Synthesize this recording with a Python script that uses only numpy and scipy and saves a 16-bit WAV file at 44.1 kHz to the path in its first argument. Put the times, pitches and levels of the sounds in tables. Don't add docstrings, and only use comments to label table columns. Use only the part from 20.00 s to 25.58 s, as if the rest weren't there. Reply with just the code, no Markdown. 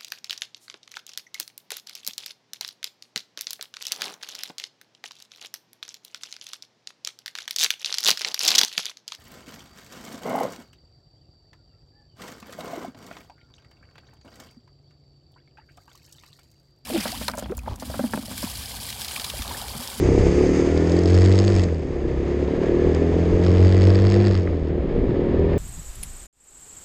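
import sys
import numpy as np
from scipy import signal
from scipy.fft import rfft, irfft
from scipy.io import wavfile
from scipy.ndimage import uniform_filter1d

SR = 44100
rng = np.random.default_rng(int(sys.argv[2]) if len(sys.argv) > 2 else 0)


def generate_wav(signal):
    frames = np.transpose(np.atleast_2d(signal))
    scaled = np.clip(frames, -1, 1) * 32767
    pcm = np.round(scaled).astype(np.int16)
    wavfile.write(sys.argv[1], SR, pcm)


N = 246078


def from_db(db):
    return 10 ** (np.asarray(db) / 20)


def rms_one(x):
    return x / np.sqrt(np.mean(x ** 2) + 1e-20)


def evened(x, seconds):
    power = uniform_filter1d(x ** 2, int(seconds * SR))
    return x / np.sqrt(power + 1e-12)


def in_time(rows):
    times_s, *columns = np.transpose(rows)
    t = np.arange(N) / SR
    return [np.interp(t, times_s, column) for column in columns]


def coloured_noise(spectrum):
    hz, db = np.transpose(spectrum)
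    grid_hz = np.maximum(np.arange(N // 2 + 1) * SR / N, 1)
    weight_db = np.interp(np.log(grid_hz), np.log(hz), db, left=-80, right=-80)
    white = rng.standard_normal(N)
    return rms_one(irfft(rfft(white) * from_db(weight_db), N))


def drift(corner_hz):
    step = 40
    r = np.exp(-2 * np.pi * corner_hz * step / SR)
    noise = rng.standard_normal(N // step + 2002)
    slow = signal.lfilter([1], [1, -2 * r, r * r], noise)[2000:]
    return np.interp(np.arange(N) / step, np.arange(len(slow)), rms_one(slow))


def resonate(x, modes):
    out = 0
    for k, (hz, width_hz, db) in enumerate(modes):
        r = np.exp(-np.pi * width_hz / SR)
        w = 2 * np.pi * hz / SR
        zeros = [(1 - r * r) / 2, 0, (r * r - 1) / 2]
        poles = [1, -2 * r * np.cos(w), r * r]
        out = out + (-1) ** k * from_db(db) * signal.lfilter(zeros, poles, x + 1e-18)
    return out


def passes(turns):
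    return np.flatnonzero(np.diff(np.floor(turns)) > 0)


def wind():
    # time in seconds, relative level in dB.
    gusts = [(0, -24.5), (.3, -27.5), (.7, -36), (1.5, -32.5), (1.9, -37.5), (2.9, -31), (3.6, -30),
             (4.4, -32), (5.13, -27.5), (5.5, -29)]
    # frequency in Hz, relative density in dB per Hz.
    buffet = [(15, -10.5), (35, -7), (70, -10), (150, -16.5), (300, -16), (600, -23.5)]
    gust_db, = in_time(gusts)
    return from_db(gust_db + 3.5 + 2.07 * drift(5.2)) * coloured_noise(buffet)


def road():
    # frequency in Hz, relative density in dB per Hz.
    roar = [(50, -12), (90, -3), (150, 0), (250, -3), (450, -10), (800, -24)]
    roar_db = -40
    return from_db(roar_db + 0.5 * drift(5.4)) * coloured_noise(roar)


def shifts():
    # time in seconds, strength of the impact in dB.
    changes = [(1.686, -35), (4.473, -32)]
    # frequency in Hz, bandwidth in Hz, gain in dB.
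    gearbox = [(1200, 90, 15), (2000, 260, 20), (700, 120, 8)]
    decay_s = 0.0034
    clacks = np.zeros(N)
    for s, db in changes:
        clacks[round(s * SR)] = from_db(db)
    envelope = signal.lfilter([1], [1, -np.exp(-1 / (decay_s * SR))], clacks + 1e-18)
    ringing = resonate(envelope * rng.standard_normal(N), gearbox)
    return signal.sosfilt(signal.butter(2, 2500, fs=SR, output="sos"), ringing)


def rattle(cycles, per_s, boom_db):
    # time in seconds, strength of the impact in dB.
    knocks = [(0.776, -28), (0.8724, -29.5), (0.896, -29), (0.9196, -25.5), (0.9667, -28), (0.9898, -26.5),
              (1.035, -26), (1.058, -24), (1.081, -29), (1.1029, -24), (1.1492, -22), (1.2146, -24),
              (1.2486, -25), (1.2595, -21.5), (1.3244, -20.5), (1.3557, -24), (1.3888, -17),
              (1.4486, -23.5), (1.479, -19), (1.5514, -22.5), (1.6357, -25), (2.9478, -24), (3.442, -28),
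              (3.4648, -23), (3.6541, -28), (3.819, -21), (3.839, -23), (3.8711, -20), (3.9032, -21.5),
              (3.936, -34), (3.9551, -22), (4.0688, -23.5), (4.1002, -20.5), (4.121, -19), (4.1411, -20),
              (4.251, -25), (4.27, -22), (4.311, -25.5), (4.352, -23), (5.3961, -44)]
    # frequency in Hz, bandwidth in Hz, gain in dB.
    housing = [(3080, 900, -1.5), (4700, 700, 9), (5470, 270, 6.5), (6465, 180, 6.5), (7730, 690, 1)]
    # frequency in Hz, bandwidth in Hz, gain in dB.
    mount = [(1100, 465, 14.5), (1870, 350, 18.5), (2490, 1100, 10.5)]
    # base strength of light knocks in dB, dull part of light knocks
    # in dB, dull part of hard knocks in dB, gain of the top of the ring in dB.
    by_gear = [(-27.5, -4, -11.5, 1), (-28, -5, -5, -5.5), (-57, 1, -6, -2)]
    gear_from_s = [0, 1.9, 4.7]
    full_boom_db, rattle_follows = -9.5, 0.68
    lifts_at_per_s, seated_loss_db = 44.25, 8.5
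    spread_db, decay_s, top_hz = 2.5, 0.0016, 6300

    gear = np.searchsorted(gear_from_s, np.arange(N) / SR, "right") - 1
    light_db, light_dull_db, hard_dull_db, top_db = np.array(by_gear)[gear].T
    rattle_db = light_db + rattle_follows * (boom_db - full_boom_db)
    rattle_db = rattle_db - seated_loss_db * (per_s < lifts_at_per_s)

    bright = np.zeros(N)
    for phase_turns, db in ((.5, 3.0), (0.22, -8.0)):
        at = passes(2 * cycles + phase_turns)
        luck = np.minimum(rng.standard_normal(700)[:len(at)], 1.6)
        bright[at] = from_db(rattle_db[at] + db + spread_db * luck)
    dull = bright * from_db(light_dull_db)
    for s, db in knocks:
        i = round(s * SR)
        bright[i - 130:i + 130] = 0
        dull[i - 130:i + 130] = 0
        bright[i] = from_db(db)
        dull[i] = from_db(db + hard_dull_db[i])

    out = 0
    for strikes, modes in ((bright, housing), (dull, mount)):
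        chatter = signal.lfilter([1], [1, -np.exp(-1 / (decay_s * SR))], strikes + 1e-18)
        jolts = rng.choice([-1, 1], N) * rng.uniform(.3, 1, N)
        touch = chatter * jolts + 4 * strikes
        out = out + resonate(touch, modes)
    below = signal.sosfilt(signal.butter(2, top_hz, fs=SR, output="sos"), out)
    out = below + from_db(top_db) * (out - below)
    return signal.sosfilt(signal.butter(4, 8700, fs=SR, output="sos"), out)


def gears(cycles):
    # teeth per engine cycle, start in seconds, end in seconds, mean peak level in dB.
    whines = [(35, 0, 1.05, -49), (43, .6, 1.15, -48), (49, .1, .7, -49), (52, 1.8, 2.3, -56),
              (43.5, 2.5, 3.15, -50), (53, 2.6, 3.3, -55), (44, 5.0, 5.7, -51), (23.5, 5.0, 5.7, -48)]
    t, out = np.arange(N) / SR, 0
    for teeth, start, end, db in whines:
        loaded = np.clip(np.minimum(t - start, end - t) / .15, 0, 1)
        phase = 2 * np.pi * teeth * cycles + drift(6)
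        out = out + loaded * from_db(db + 3 * drift(8)) * np.sin(phase)
    return out


def machinery(cycles, hiss_db):
    # frequency in Hz, relative density in dB per Hz.
    hiss = [(450, 5), (600, -5), (850, -12), (1250, -17), (1450, -22), (1750, -17), (2300, -21),
            (2950, -27), (3400, -27.5), (4100, -33), (4750, -34.5), (5400, -39.5), (5900, -58.5),
            (6550, -40), (7200, -48.5), (9000, -60)]
    # frequency in Hz, relative density in dB per Hz.
    fizz = [(880, -41.5), (1500, -8.5), (1730, -9), (1930, -3.5), (2070, -2), (3340, -16.5), (4210, -18),
            (4780, -7.5), (5810, -16.5), (6400, -7), (6950, -13.5), (7830, -18.5), (8960, -25.5),
            (11600, -42), (19700, -120)]
    # time in seconds, level in dB.
    fizz_course = [(0, -41), (.6, -39), (.7, -43.5), (1.6, -46.5), (1.75, -57.5), (3.4, -50.5),
                   (4.4, -60.5), (4.6, -71), (5.58, -77.5)]
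    throb_db = 0.88 * np.cos(4 * np.pi * cycles + 5.1) + 1.1 * drift(25)
    fizz_db, = in_time(fizz_course)
    hissing = from_db(hiss_db + throb_db) * coloured_noise(hiss)
    return hissing + from_db(fizz_db + throb_db) * coloured_noise(fizz)


def intake(cycles, per_s, bark_db):
    # frequency in Hz, relative level in dB.
    tract = [(200, -21), (250, -5.5), (290, -4), (330, -2.5), (352, 5), (378, -.5), (430, -1), (500, -8),
             (580, -15), (700, -14), (900, -30.5)]
    # multiple of the cycle rate, level in dB added to the tract's colour.
    gulp_orders = [(1, 4), (6, 3.5), (7, 4.5), (8, 0), (9, -1), (10, 3.5), (11, -3), (12, 1), (13, -8),
                   (14, 3), (15, -3), (16, -8), (17, -3)]
    hz, db = np.transpose(tract)
    slip = .003 * drift(10)
    smear = np.interp(per_s, [42, 46], [.03, .16])
    clean = 0
    for order, order_db in gulp_orders:
        colour_db = np.interp(np.log(order * per_s), np.log(hz), db)
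        spread = 2.77 + smear * (order - 9) ** 2 + .38 * drift(2.5)
        strength = from_db(colour_db + order_db + 1.65 * drift(1.7))
        clean = clean + strength * np.cos(2 * np.pi * order * (cycles + slip) + spread)
    gulp_db = 2.2 * rng.standard_normal(400)
    clean = evened(clean, .2) * from_db(np.interp(cycles, np.arange(400), gulp_db))
    turbulent = coloured_noise(tract) * from_db(1.9 * np.cos(2 * np.pi * cycles))
    shut = uniform_filter1d(1. * (np.gradient(per_s) < 0), SR // 8)
    mixed = from_db(-.6 * shut) * clean + from_db(-11.5 + 3 * shut) * turbulent
    return from_db(bark_db) * mixed


def through_pipe(hz):
    # frequency in Hz, level in dB at full load.
    pipe = [(64, -21.5), (72, -23), (77, -32.5), (81, -20.5), (86.5, -21), (89, -16), (92, -11.5),
            (100, -14.5), (130, -32), (150, -30), (165, -20.5), (183, -20.5), (200, -19)]
    return np.interp(hz, *np.transpose(pipe))


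def exhaust(cycles, per_s, load_db, boom_db):
    # order, level in dB at the
    # reference speed and full load, loss in dB per cycle/s, least level in dB, phase in radians.
    lope = [(3, -23, 2.2, -47, 1.0), (5, -21, 1.5, -44, 1.2)]
    reference_per_s = 32
    second_follows, lope_follows = 0.54, 1.87
    second_db = through_pipe(4 * per_s) + second_follows * load_db - 4.5
    out = from_db(boom_db + 1.4 * drift(7.4)) * np.cos(4 * np.pi * cycles)
    out = out + from_db(second_db + 1.3 * drift(5.0)) * np.cos(8 * np.pi * cycles - 1.3)
    for order, db, loss_db, least_db, phase in lope:
        odd_db = db - loss_db * (per_s - reference_per_s) + lope_follows * load_db
        odd_db = np.maximum(odd_db, least_db)
        out = out + from_db(odd_db + 1.6 * drift(6)) * np.cos(2 * np.pi * order * cycles + phase)
    return np.sqrt(2) * out


def scene():
    # time in seconds, engine cycles per second.
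    speed = [(0.0, 32.03), (0.23, 33.88), (0.78, 40.79), (1.25, 46.35), (1.5, 49.83), (1.63, 44.78),
             (1.74, 40.82), (1.86, 37.46), (2.04, 32.55), (2.3, 35.3), (2.69, 38.67), (3.0, 40.73),
             (3.3, 43.5), (3.9, 47.42), (4.25, 50.69), (4.42, 44.74), (4.63, 39.33), (4.85, 38.11),
             (5.58, 40.94)]
    # time in seconds, level in dB relative to full pull.
    load = [(0, -5.5), (.08, 0.5), (.55, 0), (.95, -1.5), (1.2, -1), (1.6, -3.5), (1.68, -9), (1.84, -12),
            (2.05, -8), (2.6, -2.5), (2.8, -1), (3.25, -2), (3.7, -1.5), (4.27, -1), (4.4, -8),
            (4.63, -10.5), (4.9, -6.5), (5.25, -4), (5.58, -3.5)]
    boom_follows, bark_follows, hiss_follows = 0.93, 1.03, 0.74
    bark_db, hiss_db = -19.5, -31
    overrun_db, overrun_fades_per_s, overrun_loss_db = -25.5, 39.1, 6

    per_s, = in_time(speed)
    load_db, = in_time(load)
    cycles = np.cumsum(per_s) / SR + .06
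    boom_db = through_pipe(2 * per_s) + boom_follows * load_db
    coasting_db = overrun_db - overrun_loss_db * np.maximum(overrun_fades_per_s - per_s, 0)
    coasting_db = coasting_db - 30 * (np.gradient(per_s) > 0)
    boom_db = np.maximum(boom_db, uniform_filter1d(coasting_db, SR // 20))

    engine = exhaust(cycles, per_s, load_db, boom_db)
    engine = engine + intake(cycles, per_s, bark_db + bark_follows * load_db)
    clatter = machinery(cycles, hiss_db + hiss_follows * load_db)
    clatter = clatter + rattle(cycles, per_s, boom_db) + shifts()
    return (engine + gears(cycles) + clatter + road() + wind())[None]


def record(dry):
    soft = 0.72 * np.tanh(dry / 0.69)
    soft = signal.sosfilt(signal.butter(2, 10500, fs=SR, output="sos"), soft)
    cutoff_hz = 13000
    return signal.sosfilt(signal.cheby2(12, 70, cutoff_hz, fs=SR, output="sos"), soft)


dry = scene()
out = record(dry)
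generate_wav(out)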